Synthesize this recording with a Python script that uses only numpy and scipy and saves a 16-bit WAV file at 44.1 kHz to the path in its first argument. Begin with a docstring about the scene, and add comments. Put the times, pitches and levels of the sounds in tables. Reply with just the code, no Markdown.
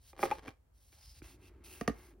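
"""A small room: hands open a rigid cardboard box over a cloth-covered table, close to a phone.
The flap drags in noisy slips, knocks free, gives a gliding squeak and lands with a snap; grains of skin
friction hiss over the paper as the lid unfolds with two lighter snaps; then the loose lid knocks on the
empty box. Knocks and snaps are decaying modes whose bending waves bring the highs before the lows. A palm
rubs behind, with filtered-noise murmur, rumble and faint floor; decaying noise makes the reflections."""
import sys
import numpy as np
from scipy import signal
from scipy.fft import rfft, irfft, next_fast_len
from scipy.io import wavfile

SR = 44100
rng = np.random.default_rng(int(sys.argv[2]) if len(sys.argv) > 2 else 0)


def wrap_up_sound(samples):
    """Save the sound to the file named by the first command line argument, as 16-bit audio."""
    columns = np.atleast_2d(samples).T
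    # keep every value between -1 and 1, then stretch to whole-number steps
    tamed = np.clip(columns, -1, 1)
    steps = np.round(tamed * 32767).astype(np.int16)
    wavfile.write(sys.argv[1], SR, steps)


N = 97020
T = np.arange(N) / SR  # seconds
SIZE = next_fast_len(2 * N)
HZ = np.maximum(np.arange(SIZE // 2 + 1) * SR / SIZE, 1)

# Modes of the closed box. Each row: frequency in Hz, level in dB, 60 dB decay time in seconds.
CLOSED_MODES = [(203, -12.5, 0.047), (357.2, -2.5, 0.073), (438, -6.5, 0.057), (539.2, -4, 0.093),
                (799, 2.5, 0.029), (1205, 1.5, 0.025), (1964, 0.5, 0.01), (2402, -3, 0.032),
                (3415, -9.5, 0.013)]
CLOSED_LAG_S, OPEN_LAG_S = 0.000928, 0.0016  # travel time of a 1 kHz bending wave


def amp(db):
    """Decibels to gain."""
    return 10 ** (np.asarray(db) / 20)


def unit(x):
    """Scale to rms 1."""
    return x / np.sqrt(np.mean(x ** 2))


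def curve(rows):
    """Gain over time from (s, dB) points; silent before the first and after the last."""
    times, db = np.array(rows).T
    inside = (T >= times[0]) * (T <= times[-1])
    return amp(np.interp(T, times, db)) * inside


def colour(rows):
    """Frequency response from (Hz, dB) points, joined along log frequency."""
    hz, db = np.array(rows).T
    return amp(np.interp(np.log(HZ), np.log(hz), db))


def rings(rows):
    """Frequency response of (Hz, width Hz, dB) resonances, alternating in sign."""
    response = 0
    for k, (hz, width, db) in enumerate(rows):
        detuning = (HZ ** 2 - hz ** 2) / (HZ * width)
        response = response + (-1) ** k * amp(db) / (1 + 1j * detuning)
    return response


def shape(x, response):
    """Filter by a frequency response."""
    return irfft(rfft(x, SIZE) * response, SIZE)[..., :N]


def fade(t60):
    """Exponential decay, down 60 dB after t60 seconds."""
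    return np.exp(-np.log(1000) * T / t60)


def swell(start, attack, hold, release):
    """Straight-line attack, hold and release, all in seconds."""
    rise = (T - start) / attack
    fall = 1 - (T - start - attack - hold) / release
    return np.clip(np.minimum(rise, fall), 0, 1)


def pan(x, db):
    """Place a sound between left and right; db is how much louder the left is."""
    return x * amp(np.array([[db], [-db]]) / 2)


def grains(rate, spread_db):
    """Tiny slips of random time, sign and size; rate is per second."""
    slipping = rng.random(N) < rate / SR
    sign = rng.choice([-1, 1], N)
    size = amp(spread_db * np.minimum(rng.exponential(size=N), 4))
    return unit(slipping * sign * size)


def ring(modes):
    """The cardboard's answer to a unit tap: a sum of decaying sines."""
    return sum(amp(db) * fade(t60) * np.sin(2 * np.pi * hz * T) for hz, db, t60 in modes)


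def knocks(rows, modes, lag_s):
    """Each contact rings the modes and the board's dense grain; lows travel slower than highs."""
    board_t60_s, board_db, click_t60_s = 0.044, -10, 0.0029
    out = 0
    body = sum((-1) ** k * ring([mode]) for k, mode in enumerate(modes))
    bending = np.exp(-4j * np.pi * lag_s * np.sqrt(1000 * HZ))  # delay falls as 1 / sqrt(Hz)
    for start, db, contact_hz, bass_hz, click_db in rows:
        noise = rng.standard_normal((2, N))
        contact = 1 / (1 + 1j * HZ / contact_hz) / (1 + bass_hz / (1j * HZ))
        grain = amp(board_db) * noise[0] * fade(board_t60_s)
        board = rfft(body + grain, SIZE) * contact
        click = rfft(amp(click_db) * noise[1] * fade(click_t60_s), SIZE)
        delay = np.exp(-2j * np.pi * HZ * start)
        hit = irfft((board + click) * bending * delay, SIZE)[:N]
        out = out + amp(db) * hit
    return out


def flap_knocks():
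    """The flap knocks on the closed box and rings its modes."""
    # Each row: start in seconds, level in dB, contact cut-off in Hz, bass cut in Hz, click in dB.
    contacts = [(.1305, -53, 2000, 60, -8.5), (.191, -41.5, 1800, 150, -21), (.2286, -23.5, 1800, 400, -26),
                (.2334, -21.5, 1150, 250, -21.5), (.2535, -35.5, 900, 250, -21.5),
                (.3114, -30.5, 4500, 496, -22.5)]
    return knocks(contacts, CLOSED_MODES, CLOSED_LAG_S)


def landing_and_lid_snaps():
    """A dense snap as the flap lands, then two lighter snaps as the lid unfolds; all share one set of modes."""
    # Each row: start in seconds, level in dB, contact cut-off in Hz, bass cut in Hz, click in dB.
    snaps = [(.4797, -45, 3480, 40.2, -1.5), (.926, -64, 3500, 604, -2), (1.218, -47, 560, 60.3, -21)]
    # Modes of all three snaps. Each row: frequency in Hz, level in dB, 60 dB decay time in seconds.
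    snap_modes = [(102.3, 2, 0.057), (335, 6, .045), (1450, 5, 0.015), (2327, 6.5, 0.023), (3520, -4, .009)]
    return knocks(snaps, snap_modes, OPEN_LAG_S)


def lid_knocks():
    """The loose lid knocks on the empty box and rings its open modes."""
    # Each row: start in seconds, level in dB, contact cut-off in Hz, bass cut in Hz, click in dB.
    contacts = [(1.8101, -31, 3420, 49.1, -10), (1.8766, -22.5, 4250, 73.8, -17.5),
                (1.8942, -30.5, 850, 49.8, -10)]
    # The open box. Each row: frequency in Hz, level in dB, 60 dB decay time in seconds.
    open_modes = [(57.7, -12, 0.2), (153.2, 0.5, 0.03), (226, 3, 0.05), (282, -3, 0.051), (443, 2, 0.029),
                  (705, -5.5, 0.074), (1193, -3.5, 0.031), (1870, -3, 0.025), (2230, -8.5, 0.0094),
                  (2930, -10, 0.0097), (4700, -6.5, 0.0056), (6220, -6.5, 0.015)]
    return knocks(contacts, open_modes, OPEN_LAG_S)


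def squeak():
    """The flap's edge sticks and slips unevenly for a few cycles, rising slightly."""
    start_s, start_hz, glide_hz_per_s = .3145, 838, 1200
    level_db, pan_db = -28, 7.5
    hz = start_hz + glide_hz_per_s * np.clip(T - start_s, 0, .05)
    jitter = unit(shape(rng.standard_normal(N), 1 / (1 + (HZ / 300) ** 2)))
    phase = 2 * np.pi * np.cumsum(hz) / SR + .34 * jitter  # radians
    tone = np.sin(phase) + amp(-18.0) * np.sin(3 * phase)
    envelope = swell(start_s, attack=0.004, hold=0.0045, release=0.012)
    return pan(amp(level_db) * tone * envelope, pan_db)


def drag():
    """Card scraping on card: slips ring the closed box and add grit."""
    # The edge dragging on the box. Each row: time in seconds, level in dB.
    drag_level = [(.14, -70.5), (.222, -44), (.26, -40), (.285, -49), (.335, -46), (.365, -62.5),
                  (.386, -53), (.415, -70), (.435, -56.5), (.485, -46), (.51, -62.5), (.59, -88)]
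    # Tone of the grit. Each row: frequency in Hz, level in dB.
    grit_colour = [(150, -7.5), (400, -1.5), (2500, -12.5), (4000, -17), (15000, -33)]
    ring_db, grit_db = -8.5, -2.5
    slips = grains(800, spread_db=4.5)
    body = unit(shape(slips, rfft(ring(CLOSED_MODES), SIZE)))
    grit = unit(shape(slips, colour(grit_colour)))
    return curve(drag_level) * (amp(ring_db) * body + amp(grit_db) * grit)


def fingers():
    """Skin hisses over paper in separate strokes, each with its own brightness and panel resonance."""
    # Each row: start in seconds, attack in seconds, hold plus release in seconds, level in dB,
    # tilt in dB per octave, panel resonance in Hz, its level in dB.
    strokes = [(-.01, 0.083, 0.065, -63, -2, 4970, -15), (0.178, 0.057, 0.036, -46.5, 1, 5200, -4),
               (.265, 0.014, 0.13, -63, -4, 4300, -9), (0.719, 0.12, 0.18, -69.5, -0.5, 5420, -12),
               (.918, 0.007, 0.15, -70.5, -4.5, 674, -2), (0.977, 0.085, 0.093, -60, -2.1, 5070, 7),
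               (1.14, 0.011, 0.065, -63, -3.5, 4830, -7), (1.221, 0.01, 0.145, -61, -2.5, 2610, 1),
               (1.381, 0.086, 0.034, -65, -1.6, 2610, 9), (1.637, 0.0039, 0.23, -55.5, 1.3, 2600, 9),
               (1.921, 0.06, 0.165, -66.5, -.3, 1150, 2)]
    # Skin on paper before the tilt. Each row: frequency in Hz, level in dB.
    skin_colour = [(350, -27.5), (700, -10.5), (1400, -10.5), (4400, 1), (16000, 1)]
    panel_width_hz, flutter_db = 240, 1.3
    slips, out = grains(9000, spread_db=2.5), 0
    wander = unit(shape(rng.standard_normal(N), 1 / (1 + (HZ / 60) ** 2)))
    flutter = amp(flutter_db * wander)
    for start, attack, length, db, tilt, hz, ring_db in strokes:
        panel = 0.5 + rings([(hz, panel_width_hz, ring_db)])
        response = colour(skin_colour) * amp(tilt * np.log2(HZ)) * panel
        envelope = swell(start, attack, length / 2, length / 2)
        out = out + amp(db) * envelope * unit(shape(slips, response))
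    return flutter * out


def palm():
    """The supporting hand rubs the open box, and the walls colour its slips."""
    # The rubbing. Each row: time in seconds, level in dB.
    rub_level = [(1.238, -62.5), (1.36, -79), (1.47, -73), (1.6, -79), (1.67, -66.5), (2.03, -65.5),
                 (2.14, -74)]
    # The walls' resonances. Each row: frequency in Hz, width in Hz, level in dB.
    wall_rings = [(660, 310, 3), (1325, 470, 2.9), (2150, 640, 1.15)]
    return curve(rub_level) * unit(shape(grains(4000, spread_db=4.0), rings(wall_rings)))


def hollow():
    """Low murmur of the open box: noise through the resonances of its hollow."""
    # The murmur. Each row: time in seconds, level in dB.
    murmur_level = [(1.2, -72.5), (1.37, -64), (2.25, -64.5)]
    # The hollow's resonances. Each row: frequency in Hz, width in Hz, level in dB.
    hollow_rings = [(234, 372, -5), (371.5, 45, 7)]
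    response = rings(hollow_rings) / (1 + (HZ / 1500) ** 2)
    return curve(murmur_level) * unit(shape(rng.standard_normal(N), response))


def reflections(x, t60, build_s):
    """Diffuse echoes, unrelated left and right and thin in the bass."""
    tail = rng.standard_normal((2, N)) * fade(t60) * np.clip(T / build_s, 0, 1)
    bass_cut = 1 / (1 + 250 / (1j * HZ))
    return shape(x.mean(0), rfft(unit(tail) / np.sqrt(N), SIZE) * bass_cut)


def rumble():
    """Handling rumble: low noise that swells and sinks, the same on both sides."""
    # Each row: time in seconds, level in dB.
    rumble_level = [(-.05, -63), (.45, -60), (.62, -69), (1.04, -61.5), (1.245, -54.5), (1.33, -60.5),
                    (2.25, -61.5)]
    # Its tone. Each row: frequency in Hz, level in dB.
    rumble_colour = [(26, -33), (50, 4), (75, -1.5), (170, -21)]
    response = colour(rumble_colour) / (1 + (HZ / 180) ** 4)
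    return curve(rumble_level) * unit(shape(rng.standard_normal(N), response))


def noise_floor():
    """Faint steady noise, weaker towards the treble and unrelated left and right."""
    # Each row: frequency in Hz, level in dB.
    floor_colour = [(220, -7), (700, -12.5), (4000, -31.5)]
    return amp(-76.5) * unit(shape(rng.standard_normal((2, N)), colour(floor_colour)))


def scene():
    """The box and hands, their reflections, handling rumble and a faint floor."""
    hits = flap_knocks() + landing_and_lid_snaps() + lid_knocks()
    near = pan(hits, -1.9) + squeak() + drag() + fingers() + palm() + hollow()
    # close reflections from table, lid and hands, then the small room
    table = amp(-10) * reflections(near, t60=0.016, build_s=0.004)
    room = amp(-12.5) * reflections(near, t60=0.19, build_s=0.0013)
    return near + table + room + rumble() + noise_floor()


def record(dry):
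    """Left and right differ in phase, by a stepped amount that grows through the treble; the top is cut."""
    # Phase between left and right. Each row: frequency in Hz, lead of the left in radians.
    stereo_phase = [(0, 0), (5300, .4), (6900, 3.0), (8100, 3.3), (9700, 6.1), (11200, 6.5), (12700, 9.2),
                    (14400, 9.6), (16000, 12.5)]
    top_hz = 15900
    lead = np.interp(HZ, *np.array(stereo_phase).T)
    shifted = shape(dry, np.exp(1j * lead * np.array([[.5], [-.5]])))
    top_cut = signal.ellip(10, .2, 70, top_hz, fs=SR, output="sos")
    return signal.sosfilt(top_cut, shifted)


dry = scene()
out = record(dry)
wrap_up_sound(out)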